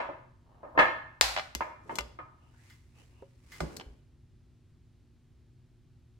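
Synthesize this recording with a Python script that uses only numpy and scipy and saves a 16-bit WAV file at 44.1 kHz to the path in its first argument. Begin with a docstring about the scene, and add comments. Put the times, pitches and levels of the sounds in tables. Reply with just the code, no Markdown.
"""In a quiet kitchen, over low rumble and a steady hum, stew is served from a steel pot close to the microphones.
A bowl knocks dully on the table behind the pot and slides: noise bursts and rubbing grains excite its modes.
A metal ladle clinks, judders and slips on the pot wall: bursts filtered by the modes of ladle and wall.
The full pot thuds and rocks as damped low tones; sauce and leaves are showers of grains that swell with
each stroke, and one blob drips back as a filtered burst."""
import sys
import numpy as np
from scipy import signal
from scipy.fft import rfft, irfft, next_fast_len
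from scipy.io import wavfile

SR = 44100
rng = np.random.default_rng(int(sys.argv[2]) if len(sys.argv) > 2 else 0)


def dump(signal):
    """Clip the signal to [-1, 1] and save it as 16-bit WAV at the path in sys.argv[1]."""
    limited = np.clip(np.atleast_2d(signal).T, -1, 1)
    pcm = np.round(limited * 32767).astype(np.int16)
    wavfile.write(sys.argv[1], SR, pcm)


N = 272965
T = np.arange(32768) / SR  # time axis of one blow, s
EDGE_HZ = 16050  # upper limit of the whole sound

# Spectrum of the rumble: f/Hz, relative density/dB per Hz
FLOOR = [(20, -18), (55, -3.5), (125, -4.5), (200, -20), (350, -22.5), (500, -34), (1000, -39), (4000, -43),
         (9000, -50), (16000, -58)]
# Correlation of the rumble between left and right: f/Hz, likeness (-1 to 1)
FLOOR_SAME = [(60, 1), (240, 0.7), (950, 0.82), (3770, 0.85), (15000, -0.55)]
# Tones of the appliance hum: f/Hz, level/dB before a common gain of -1 dB
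HUM = [(118.4, -66.5), (242.2, -73.5), (296.1, -81.5), (360.7, -79.5)]
FLOOR_DB = -60
# Reverberation of the kitchen: f/Hz, t60/s
ROOM = [(100, 0.49), (600, 0.52), (1300, 0.6), (2500, 0.52), (5000, 0.48), (12000, 0.42)]

# Bowl on the table: t/s, level/dB, favoured f/Hz, upper edge f/Hz, energy decay/s,
# rebound delay/s, rebound level/dB re first blow, grip of the hand (0-1)
KNOCKS = [(-.012, 11, 955, 2200, 0.02, 0.034, -18.5, 1), (0.088, 0, 558, 950, 0.036, 0.017, -24, 0.3),
          (.631, -5, 582, 1150, 0.083, 0.044, -13.5, 0.3), (0.751, -1.5, 557, 1070, 0.14, 0.0078, -1, .6),
          (0.7761, 16, 1810, 1850, 0.039, 0.023, -7.5, 0.34),
          (0.7893, 21.5, 1726, 2450, 0.045, .031, -11, 0.12), (1.607, 5, 983, 2000, 0.019, 0.013, -5, 0.6),
          (1.646, -15, 1220, 1585, 0.014, .039, -7, .9), (1.894, -1.5, 933, 1805, 0.022, 0.013, -4.5, 0.35),
          (2.188, -5.5, 1230, 1696, 0.024, 0.0096, -9, 0.54)]
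# Spectrum of a knock: f/Hz, gain/dB
KNOCK_COLOUR = [(60, -20), (150, -18.5), (330, -2), (450, -7.5), (600, 3), (800, 1), (1250, 2), (1700, -6),
                (3000, -7), (5000, -11), (16000, -5)]
# Modes of the ungripped bowl: f/Hz, width/Hz, level/dB above the dry sound before the ring gain
BOWL_MODES = [(506, 9, 11), (570, 7, 8), (638, 10, 11), (816, 10, 8), (898, 8, 10), (930, 20, 9),
              (1006, 12, 9), (1042, 10, 8), (1067, 12, 8), (1260, 18, 11), (1475, 12, 8), (1624, 9, 12),
              (1664, 9, 14), (1707, 9, 14), (1795, 12, 18), (1870, 25, 8), (2105, 22, 12), (2142, 12, 19),
              (2196, 9, 10), (2406, 8, 18), (2582, 10, 15), (2632, 12, 13), (2764, 14, 14), (3064, 22, 13),
              (3392, 14, 15), (3641, 14, 12)]
KNOCK_RING_DB, KNOCK_ROOM_DB = -1.5, -5
KNOCK_BASS_DB, BASS_DB_PER_OCTAVE = 4, 5  # bass of a knock with its edge at 2 kHz; duller knocks have more
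REBOUND_EDGE = 0.96  # the base lands a second time, duller (share of the upper edge)
GRIP_DAMPING, GRIP_DETUNE = 1.5, .012  # at full grip: added share of mode width, typical share of mistuning
# Delay of the shared direct sound at the left microphone
KNOCK_LAG_S, CLINK_LAG_S = .00021, .00027
# Bowl sliding on the table: t/s, length/s, rub level/dB, rasp level/dB, rasp start f/Hz, rasp end f/Hz
SLIDES = [(0.415, 0.38, -63, -89, 2920, 2900), (0.64, 0.4, -56, -86, 1620, 1710),
          (2.355, 0.23, -71, -77.5, 2690, 2940), (2.495, 0.24, -76, -71, 1340, 2270),
          (2.931, 0.13, -70.5, -68.5, 2570, 2967), (3.069, 0.23, -71.5, -76, 2610, 2880)]
# Spectrum of the rub: f/Hz, gain/dB
SLIDE_COLOUR = [(150, -11.5), (450, 6), (950, 8.5), (1600, -6), (2300, -20), (2850, -22.5), (3500, -27.5),
                (8000, -34.5)]
SLIDE_RASP_WIDTH_HZ = 420

# Muffled bumps through the full pot: t/s, level/dB, upper edge f/Hz, energy decay/s
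THUDS = [(.791, 22.5, 93, 0.011), (1.549, 3, 287, 0.032), (1.985, -3, 615, 0.026), (3.604, 6, 855, 0.017),
         (3.624, 13, 262, 0.049), (3.643, -4, 401, 0.0099), (3.678, -4, 293, 0.007)]
# Modes of the full pot: f/Hz, width/Hz, level/dB before the ring gain
POT_MODES = [(376, 21, -0.5), (583.7, 30, -1), (840, 23, -5.5), (1207, 69, -13), (1514, 25, -13.5)]
# Pot rocking on its base: t/s, level/dB, f/Hz, t60/s
ROCKS = [(1.22, -37.5, 56, 0.61), (1.555, -33.5, 64, 0.21), (1.993, -37.5, 58.8, 0.45),
         (3.611, -29, 61.4, 0.27), (3.612, -26.5, 160, 0.17), (3.864, -36.5, 56.7, 0.15),
         (3.903, -37, 57.3, 0.13)]

# Hollows in the sauce: f/Hz, width/Hz, level/dB above the dry splat before the ring gain
DRIP_MODES = [(393, 45, 12.5), (543, 31, 15.5), (940, 70, 10)]
DRIP_S, DRIP_DB, DRIP_EDGE_HZ, DRIP_DECAY_S = 3.2225, -13.5, 550, 0.013
# Strokes of the ladle through the stew: t/s of the fastest moment, swell/s, slosh level/dB, swish level/dB
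STROKES = [(1.93, 0.049, -45.5, -61), (2.7, 0.14, -78, -65), (2.996, 0.038, -64.5, -66),
           (3.551, 0.049, -71.5, -55), (3.732, 0.083, -46.5, -61)]
# Spectrum of sloshing sauce: f/Hz, gain/dB
SLOSH = [(40, -19), (130, 16), (420, 17.5), (700, 5.5), (1500, -6), (4000, -50), (16000, -75)]
# Spectrum of swishing leaves: f/Hz, gain/dB
SWISH = [(200, -49), (900, 0.5), (1500, -1.5), (2200, 3), (3200, -5.5), (5000, -4), (8000, -6),
         (16000, -20.5)]
STROKE_RELEASE_S = 0.097  # the stew settles after each stroke
SEEP_FROM_S, SEEP_TO_S, SEEP_DB = 2.35, 4.05, -77.5  # sauce seeps off the raised ladle

# Edge of the ladle slipping along the steel: t/s, level/dB, energy decay/s
SLIPS = [(2.698, -13, 0.069), (3.519, -4, 0.089)]
# Spectrum of a slip: f/Hz, gain/dB
SLIP_COLOUR = [(100, -32.5), (800, -20.5), (1400, -16), (1950, -1), (2600, -17.5), (4500, -13), (9000, -24),
               (16000, -24)]
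# Ladle juddering along the pot wall: t/s, length/s, level/dB, upper edge f/Hz, favoured f/Hz
JUDDERS = [(1.364, .042, 4.5, 4020, 608), (3.798, .021, -12.5, 5520, 3080)]
JUDDER_GAP_S, JUDDER_DECAY_S = 0.011, 0.0097  # mean time between catches, energy decay of each
JUDDER_UNEVEN, JUDDER_FADE_DB_PER_S = .2, -71  # the catches come unevenly and weaken

# Ladle on the pot: t/s, level/dB, tilt/dB per octave, favoured f/Hz, energy decay/s, rebound level/dB re first
# blow, room level/dB, left over right/dB, ring gain of the ladle/dB, ring gain of the wall/dB
CLINKS = [(1.2114, 17.5, -2.5, 3940, 0.002, -20, -4.5, 2, -18, -10.5),
          (1.5505, -3, 0, 5700, 0.0026, -14, -12, 2, -5, -21),
          (1.956, -14, 1, 6570, 0.0007, -7, -33, 5.5, -1, -8),
          (1.986, 0, -2.5, 2700, 0.0026, -4, -18.5, 4, -0.5, -20),
          (2.008, -10, -3.5, 4950, 0.0015, -16, -7.5, 1.5, -2.5, -11),
          (3.6048, -7, -4, 1360, 0.005, -7.5, -5.5, 3, -3, -5),
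          (3.766, -21, 1.5, 4390, 0.00077, 4.5, -18, 3, -20, -10)]
# Spectrum of a clink: f/Hz, gain/dB
CLINK_COLOUR = [(60, -29.5), (280, -22), (450, -12), (780, 0.5), (1150, -3), (1550, -3), (2400, -0.5),
                (3300, -4), (4300, -1.5), (5700, -3.5), (7500, -5.5), (9500, -11.5), (12500, -12),
                (16000, -21.5)]
# Modes of the ladle: f/Hz, width/Hz, level/dB above the dry crack before the ring gain
LADLE_MODES = [(977, 130, 6.5), (1204.4, 18, 13), (1470, 55, 11), (2071, 24, 13), (2760, 20, 7),
               (2990, 32, 12.5), (3380, 30, 12.5), (4972, 24, 11.5), (7300, 32, 9.5)]
# Modes of the pot wall: f/Hz, width/Hz, level/dB above the dry crack before the ring gain
WALL_MODES = [(770, 11, 11), (1096, 7, 9), (1406, 9, 11), (1590, 8, 10), (1645, 8, 13), (1810, 14, 13),
              (2046, 8, 10), (2314, 6, 11), (4253, 14, 11), (5570, 20, 12), (11750, 16, 14),
              (12700, 25, 16)]
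CLINK_REBOUND_S = 0.0036  # the springy ladle touches twice
LEFT_DB_PER_OCTAVE = 2  # the treble leans further to the left microphone
# The crowd of high modes in bowl and pot wall
OVERTONES_FROM_HZ, OVERTONE_GAP_HZ, OVERTONE_WIDTH_HZ, OVERTONE_SPREAD_DB = 3900, 150, 18, 3
BOWL_OVERTONES_DB, WALL_OVERTONES_DB = 13, 11  # above the dry blow before the ring gain


def amp(db):
    """Level law: decibels to amplitude gain."""
    return 10 ** (np.asarray(db) / 20)


def unit_rms(x):
    """Normalisation: scales to a mean power of one."""
    return x / np.sqrt(np.mean(x ** 2) + 1e-20)


def read(points, hz):
    """Interpolation: reads a table on a log-frequency axis."""
    f, value = np.transpose(points)
    return np.interp(np.log(hz + 1), np.log(f + 1), value)


def bins(x):
    """Fourier analysis: frequencies of the spectrum of x."""
    return np.fft.rfftfreq(x.shape[-1], 1 / SR)


def octaves(hz):
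    """Logarithmic pitch: octaves re 2 kHz, constant below 300 Hz."""
    return np.log2(np.maximum(hz, 300) / 2000)


def arch(start, length):
    """Half-sine envelope: one smooth rise and fall."""
    return np.sin(np.pi * np.clip((np.arange(N) / SR - start) / length, 0, 1))


def add(mix, s, sound):
    """Superposition: mixes a stereo sound in at time s, which may lie before zero."""
    start = round(s * SR)
    sound = sound[:, max(-start, 0):]
    part = mix[:, max(start, 0):][:, :sound.shape[1]]
    part += sound[:, :part.shape[1]]


def colour(x, db):
    """Causality: a minimum-phase filter with the given gain in each bin sounds only after its cause."""
    log_gain = np.log(amp(np.maximum(db, -100)))
    circle = np.concatenate([log_gain, log_gain[-2:0:-1]])
    response = np.exp(np.conj(signal.hilbert(circle)))[:len(db)]
    return irfft(rfft(x) * response)


def tint(x, points):
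    """Spectral shaping: gives a long sound a spectrum, at unit power."""
    return unit_rms(irfft(rfft(x) * amp(read(points, bins(x))), N))


def moving_band(x, hz, width_hz):
    """Heterodyning: keeps a band of x whose centre follows the curve hz, at unit power."""
    turn = np.exp(2j * np.pi * np.cumsum(hz) / SR)
    low_pass = signal.butter(2, width_hz / 2, fs=SR)
    shifted = signal.lfilter(*low_pass, x / turn)
    return unit_rms((turn * shifted).real)


def close_pair(x, split_hz):
    """Wavelength and spacing: long waves reach both microphones alike."""
    mid, side = (x[0] + x[1]) / 2, (x[0] - x[1]) / 2
    hz = bins(side)
    side = irfft(rfft(side) * hz / np.hypot(hz, split_hz), N)
    return np.array([mid + side, mid - side])


def soft_contact(hz, edge_hz, slope_db):
    """Contact time: a soft blow falls by slope_db an octave above its edge."""
    return -slope_db * np.log2(1 + (hz / edge_hz) ** 8) / 8


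def spot(hz, strongest_hz, db, width):
    """Point of contact: each favours one range, a bell on a scale of width octaves."""
    return db * np.exp(-(np.log2((hz + 1) / strongest_hz) / width) ** 2)


def resonances(modes, hz, ring_db, spread_db=2):
    """Modal resonance, gain in dB: narrow modes ring long, and each blow weights them anew."""
    weights_db = ring_db + spread_db * rng.standard_normal(len(modes))
    power = sum(amp(db + weight) ** 2 / (1 + (2 * (hz - centre) / width) ** 2)
                for (centre, width, db), weight in zip(modes, weights_db))
    return 10 * np.log10(1 + power)


def overtones(db):
    """Modal density: high modes lie close together, at irregular distances and with uneven strength."""
    centres = np.arange(OVERTONES_FROM_HZ, EDGE_HZ, OVERTONE_GAP_HZ)
    draws = rng.standard_normal((len(centres), 2))
    return [(hz + .5 * OVERTONE_GAP_HZ * shift, OVERTONE_WIDTH_HZ, db + OVERTONE_SPREAD_DB * weight)
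            for hz, (shift, weight) in zip(centres, draws)]


def chatter(decay, same, lag_s=0, count=4):
    """Impact noise: a dense dying burst with an even spectrum; its shared part comes lag_s later on the left."""
    t = T[:next_fast_len(int(14 * abs(decay) * SR) + 256)]
    fade = np.exp(-t / max(decay, 2e-4))
    noise = rng.standard_normal((3, len(T)))[:, :len(t)] * fade
    shared = np.array([np.interp(t - lag_s, t, noise[2], left=0), noise[2]])
    burst = noise[:2] + same * shared
    for _ in range(count):  # flatten the spectrum, then restore the decay
        z = rfft(burst)
        burst = irfft(z / (abs(z) + 1e-12), len(t)) * np.sqrt(fade)
    burst = burst / np.linalg.norm(burst, axis=1, keepdims=True)
    return np.pad(burst, [(0, 0), (0, len(T) - len(t))])


def grains(per_s, spread_db):
    """Poisson shower: tiny snaps of uneven size, partly shared by both microphones."""
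    size = amp(spread_db * np.minimum(rng.exponential(1, (3, N)), 4))
    snaps = size * rng.standard_normal(size.shape) * (rng.random(size.shape) < per_s / SR)
    return snaps[:2] + 0.35 * snaps[2]


def background():
    """Partial coherence: rumble correlated by frequency, under appliance tones whose phase wavers."""
    a, b = rng.standard_normal((2, N))
    same = np.clip(read(FLOOR_SAME, bins(a)), -1, 1)
    right = irfft(same * rfft(a) + np.sqrt(1 - same ** 2) * rfft(b), N)
    rumble = amp(FLOOR_DB) * tint(np.array([a, right]), FLOOR)
    t = np.arange(N) / SR
    waver = tint(rng.standard_normal((len(HUM), N)), [(3, 0), (12, -40), (100, -120)])  # f/Hz, gain/dB
    hum = sum(amp(db) * np.sqrt(2) * np.sin(2 * np.pi * hz * t + 2.0 * w)
              for (hz, db), w in zip(HUM, waver))
    return rumble + amp(-1) * hum


def kitchen(build_up):
    """Reverberation: a diffuse tail of unit energy swells over build_up seconds; t60 depends on frequency."""
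    hz, t, z = signal.stft(rng.standard_normal((2, len(T))), SR, nperseg=256)
    t60 = read(ROOM, hz)[:, None]
    decaying = z * 1000 ** (-t / t60) / np.sqrt(t60)
    tail = signal.istft(decaying, SR, nperseg=256)[1][:, :len(T)]
    tail *= 1 - np.exp(-(T / build_up) ** 2)
    return tail / np.linalg.norm(tail, axis=1, keepdims=True)


def bowl_slides():
    """Friction: the base rubs faintly over the table and rings its modes, with a gliding band of rasp."""
    t = np.arange(N) / SR
    grit = grains(per_s=1000, spread_db=1.0)
    rub = tint(grit, SLIDE_COLOUR)
    ring_gain = amp(resonances(BOWL_MODES, bins(rub), ring_db=-9.5))
    rub = unit_rms(irfft(rfft(rub) * ring_gain, N))
    out = np.zeros((2, N))
    for s, length, rub_db, rasp_db, from_hz, to_hz in SLIDES:
        push = (t >= s) & (t < s + length)
        glide_hz = np.linspace(from_hz, to_hz, push.sum())
        rasp = moving_band(grit[:, push], glide_hz, SLIDE_RASP_WIDTH_HZ)
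        out[:, push] += arch(s, length)[push] * (amp(rub_db) * rub[:, push] + amp(rasp_db) * rasp)
    return out


def gripped(modes, grip):
    """Damping: fingers on the rim shorten and weaken every mode and detune it, differently at each knock."""
    widening = 1 + GRIP_DAMPING * abs(grip)
    detune = 1 + GRIP_DETUNE * grip * rng.standard_normal(len(modes))
    return [(hz * shift, width * widening, db - 10 * np.log10(widening))
            for (hz, width, db), shift in zip(modes, detune)]


def bowl_knocks():
    """Impact and shadowing: dull knocks rebound once; shaded by the pot, much arrives by way of the room."""
    out, hz = np.zeros((2, N)), bins(T)
    modes = BOWL_MODES + overtones(BOWL_OVERTONES_DB)
    for s, db, strongest_hz, edge_hz, decay, rebound_s, rebound_db, grip in KNOCKS:
        bass_db = KNOCK_BASS_DB - BASS_DB_PER_OCTAVE * octaves(edge_hz)
        body_db = read(KNOCK_COLOUR, hz) + spot(hz, strongest_hz, db=9.0, width=0.1)
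        body_db = body_db + bass_db / (1 + (hz / 480) ** 6)
        body_db = body_db + resonances(gripped(modes, grip), hz, KNOCK_RING_DB)
        room = amp(KNOCK_ROOM_DB) * kitchen(build_up=0.005)
        for delay, drop_db, dulling in [(0, 0, 1), (rebound_s, rebound_db, REBOUND_EDGE)]:
            blow = chatter(decay, same=0.67, lag_s=KNOCK_LAG_S) + room
            shape_db = body_db + soft_contact(hz, edge_hz * dulling, slope_db=20.5)
            add(out, s + delay, amp(db + drop_db) * colour(blow, shape_db))
    return out * np.minimum(np.arange(N) / SR / .004, 1)  # eases in over 4 ms


def pot_thuds():
    """Mass loading: the full pot answers a push with a muffled thud, stronger on the right."""
    out, hz = np.zeros((2, N)), bins(T)
    for s, db, edge_hz, decay in THUDS:
        blow = chatter(decay, same=1.0) + amp(-7.5) * kitchen(build_up=0.017)
        shape_db = soft_contact(hz, edge_hz, slope_db=15) - 14 / (1 + (hz / 90) ** 4)  # less deep bass
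        thud = colour(blow, shape_db + resonances(POT_MODES, hz, ring_db=10.0))
        add(out, s, amp(db) * thud * amp([[-3], [2.5]]))
    return out


def pot_rocks():
    """Damped oscillation: pushed, the pot rocks on its base as a decaying sine."""
    out = np.zeros((2, N))
    for s, db, rock_hz, t60 in ROCKS:
        envelope = np.exp(-np.log(1000) * T / t60) * (1 - np.exp(-T / 0.0074))
        sway = np.sin(2 * np.pi * rock_hz * T) * envelope
        add(out, s, amp(db) * np.array([sway, sway]))
    return out


def sauce_drip():
    """Cavity resonance: a blob of sauce lands with a short, hollow plop."""
    out, hz = np.zeros((2, N)), bins(T)
    splat = chatter(DRIP_DECAY_S, same=1.0) + amp(-13) * kitchen(build_up=0.0094)
    shape_db = soft_contact(hz, DRIP_EDGE_HZ, slope_db=10.5) + resonances(DRIP_MODES, hz, ring_db=3)
    add(out, DRIP_S, amp(DRIP_DB) * colour(splat, shape_db))
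    return out


def stew_strokes():
    """Granular flow: sauce sloshes and wet leaves slide over steel; each stroke swells, then settles."""
    t = np.arange(N) / SR
    slosh_level = 0
    swish_level = amp(SEEP_DB) * arch(SEEP_FROM_S, SEEP_TO_S - SEEP_FROM_S)
    for s, swell, slosh_db, swish_db in STROKES:
        speed = np.exp(-np.maximum((s - t) / swell, (t - s) / STROKE_RELEASE_S))
        slosh_level = np.hypot(slosh_level, amp(slosh_db) * speed)
        swish_level = np.hypot(swish_level, amp(swish_db) * speed)
    slosh = tint(grains(per_s=2900, spread_db=-1.0), SLOSH) * slosh_level
    swish = tint(grains(per_s=2700, spread_db=-2.0), SWISH) * swish_level
    return slosh + swish


def ladle_slips():
    """Sliding friction: the ladle's edge breaks loose and skitters to a stop in a brief scrape."""
    out, hz = np.zeros((2, N)), bins(T)
    for s, db, decay in SLIPS:
        skitter = chatter(decay, same=0.9) + amp(-19) * kitchen(build_up=0.01)
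        shape_db = db + read(SLIP_COLOUR, hz) + resonances(LADLE_MODES, hz, ring_db=-1.0)
        add(out, s, colour(skitter, shape_db))
    return out


def steel(hz, wall, ladle_db, wall_db):
    """Coupled bodies, gain in dB: in each bin the stronger of ladle and pot wall prevails."""
    return np.maximum(resonances(LADLE_MODES, hz, ladle_db), resonances(wall, hz, wall_db))


def ladle_judders(tilt_db=-3.0):
    """Stick-slip: dragged along the wall, the ladle makes a quick, gritty run of catches."""
    out, hz = np.zeros((2, N)), bins(T)
    for s, length, db, edge_hz, strongest_hz in JUDDERS:
        body_db = read(CLINK_COLOUR, hz) + tilt_db * octaves(hz) + soft_contact(hz, edge_hz, slope_db=16)
        body_db = body_db + spot(hz, strongest_hz, db=9.5, width=0.13)
        for delay in np.arange(0, length, JUDDER_GAP_S):
            # the first catch is on time
            slip = min(delay, JUDDER_GAP_S) * JUDDER_UNEVEN * rng.uniform(-0.962, 1)
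            catch = chatter(JUDDER_DECAY_S, same=0.67, lag_s=CLINK_LAG_S)
            catch = catch + amp(-13.5) * kitchen(build_up=0.0048)
            shape_db = body_db + steel(hz, WALL_MODES, ladle_db=-6.5, wall_db=-5)
            level = amp(db + JUDDER_FADE_DB_PER_S * delay)
            add(out, s + delay + slip, level * colour(catch, shape_db))
    return out


def ladle_clinks():
    """Hard impact: steel on steel cracks and rebounds, ladle and wall ring, and the room answers."""
    out, hz = np.zeros((2, N)), bins(T)
    wall = WALL_MODES + overtones(WALL_OVERTONES_DB)
    for s, db, tilt_db, strongest_hz, decay, rebound_db, room_db, left_db, ladle_db, wall_db in CLINKS:
        body_db = db + read(CLINK_COLOUR, hz) + tilt_db * octaves(hz)
        body_db = body_db + spot(hz, strongest_hz, db=4, width=0.36)
        lean_db = (left_db + LEFT_DB_PER_OCTAVE * np.maximum(octaves(hz), 0)) / 2
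        # each microphone hears its own mix of modes
        rings_db = [steel(hz, wall, ladle_db, wall_db) for _ in range(2)]
        room = amp(room_db) * kitchen(build_up=0.0086)
        for delay, drop_db in [(0, 0), (CLINK_REBOUND_S, rebound_db)]:
            inside = amp(-5.5) * chatter(0.015, same=0.2)  # the crack rattles between the pot walls
            near = chatter(decay, same=0.74, lag_s=CLINK_LAG_S) + inside
            near = np.array([colour(near[0], lean_db), colour(near[1], -lean_db)])
            blow = amp(drop_db) * (near + room)
            clink = [colour(side, body_db + ring_db) for side, ring_db in zip(blow, rings_db)]
            add(out, s + delay, np.array(clink))
    return out


def scene():
    """Superposition: all sources add at the two microphones."""
    bowl = bowl_knocks() + bowl_slides()
    pot = pot_thuds() + pot_rocks()
    stew = stew_strokes() + sauce_drip()
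    ladle = ladle_clinks() + ladle_judders() + ladle_slips()
    return background() + close_pair(pot, split_hz=103.7) + close_pair(bowl + stew + ladle, split_hz=550)


def record(dry):
    """Saturation and band limiting: the loudest peaks round off towards full scale, then a low-pass."""
    low_pass = signal.firwin(511, EDGE_HZ, window=("kaiser", 9), fs=SR)
    return signal.oaconvolve(np.tanh(dry), low_pass[None], "same", axes=1)


dry = scene()
out = record(dry)
dump(out)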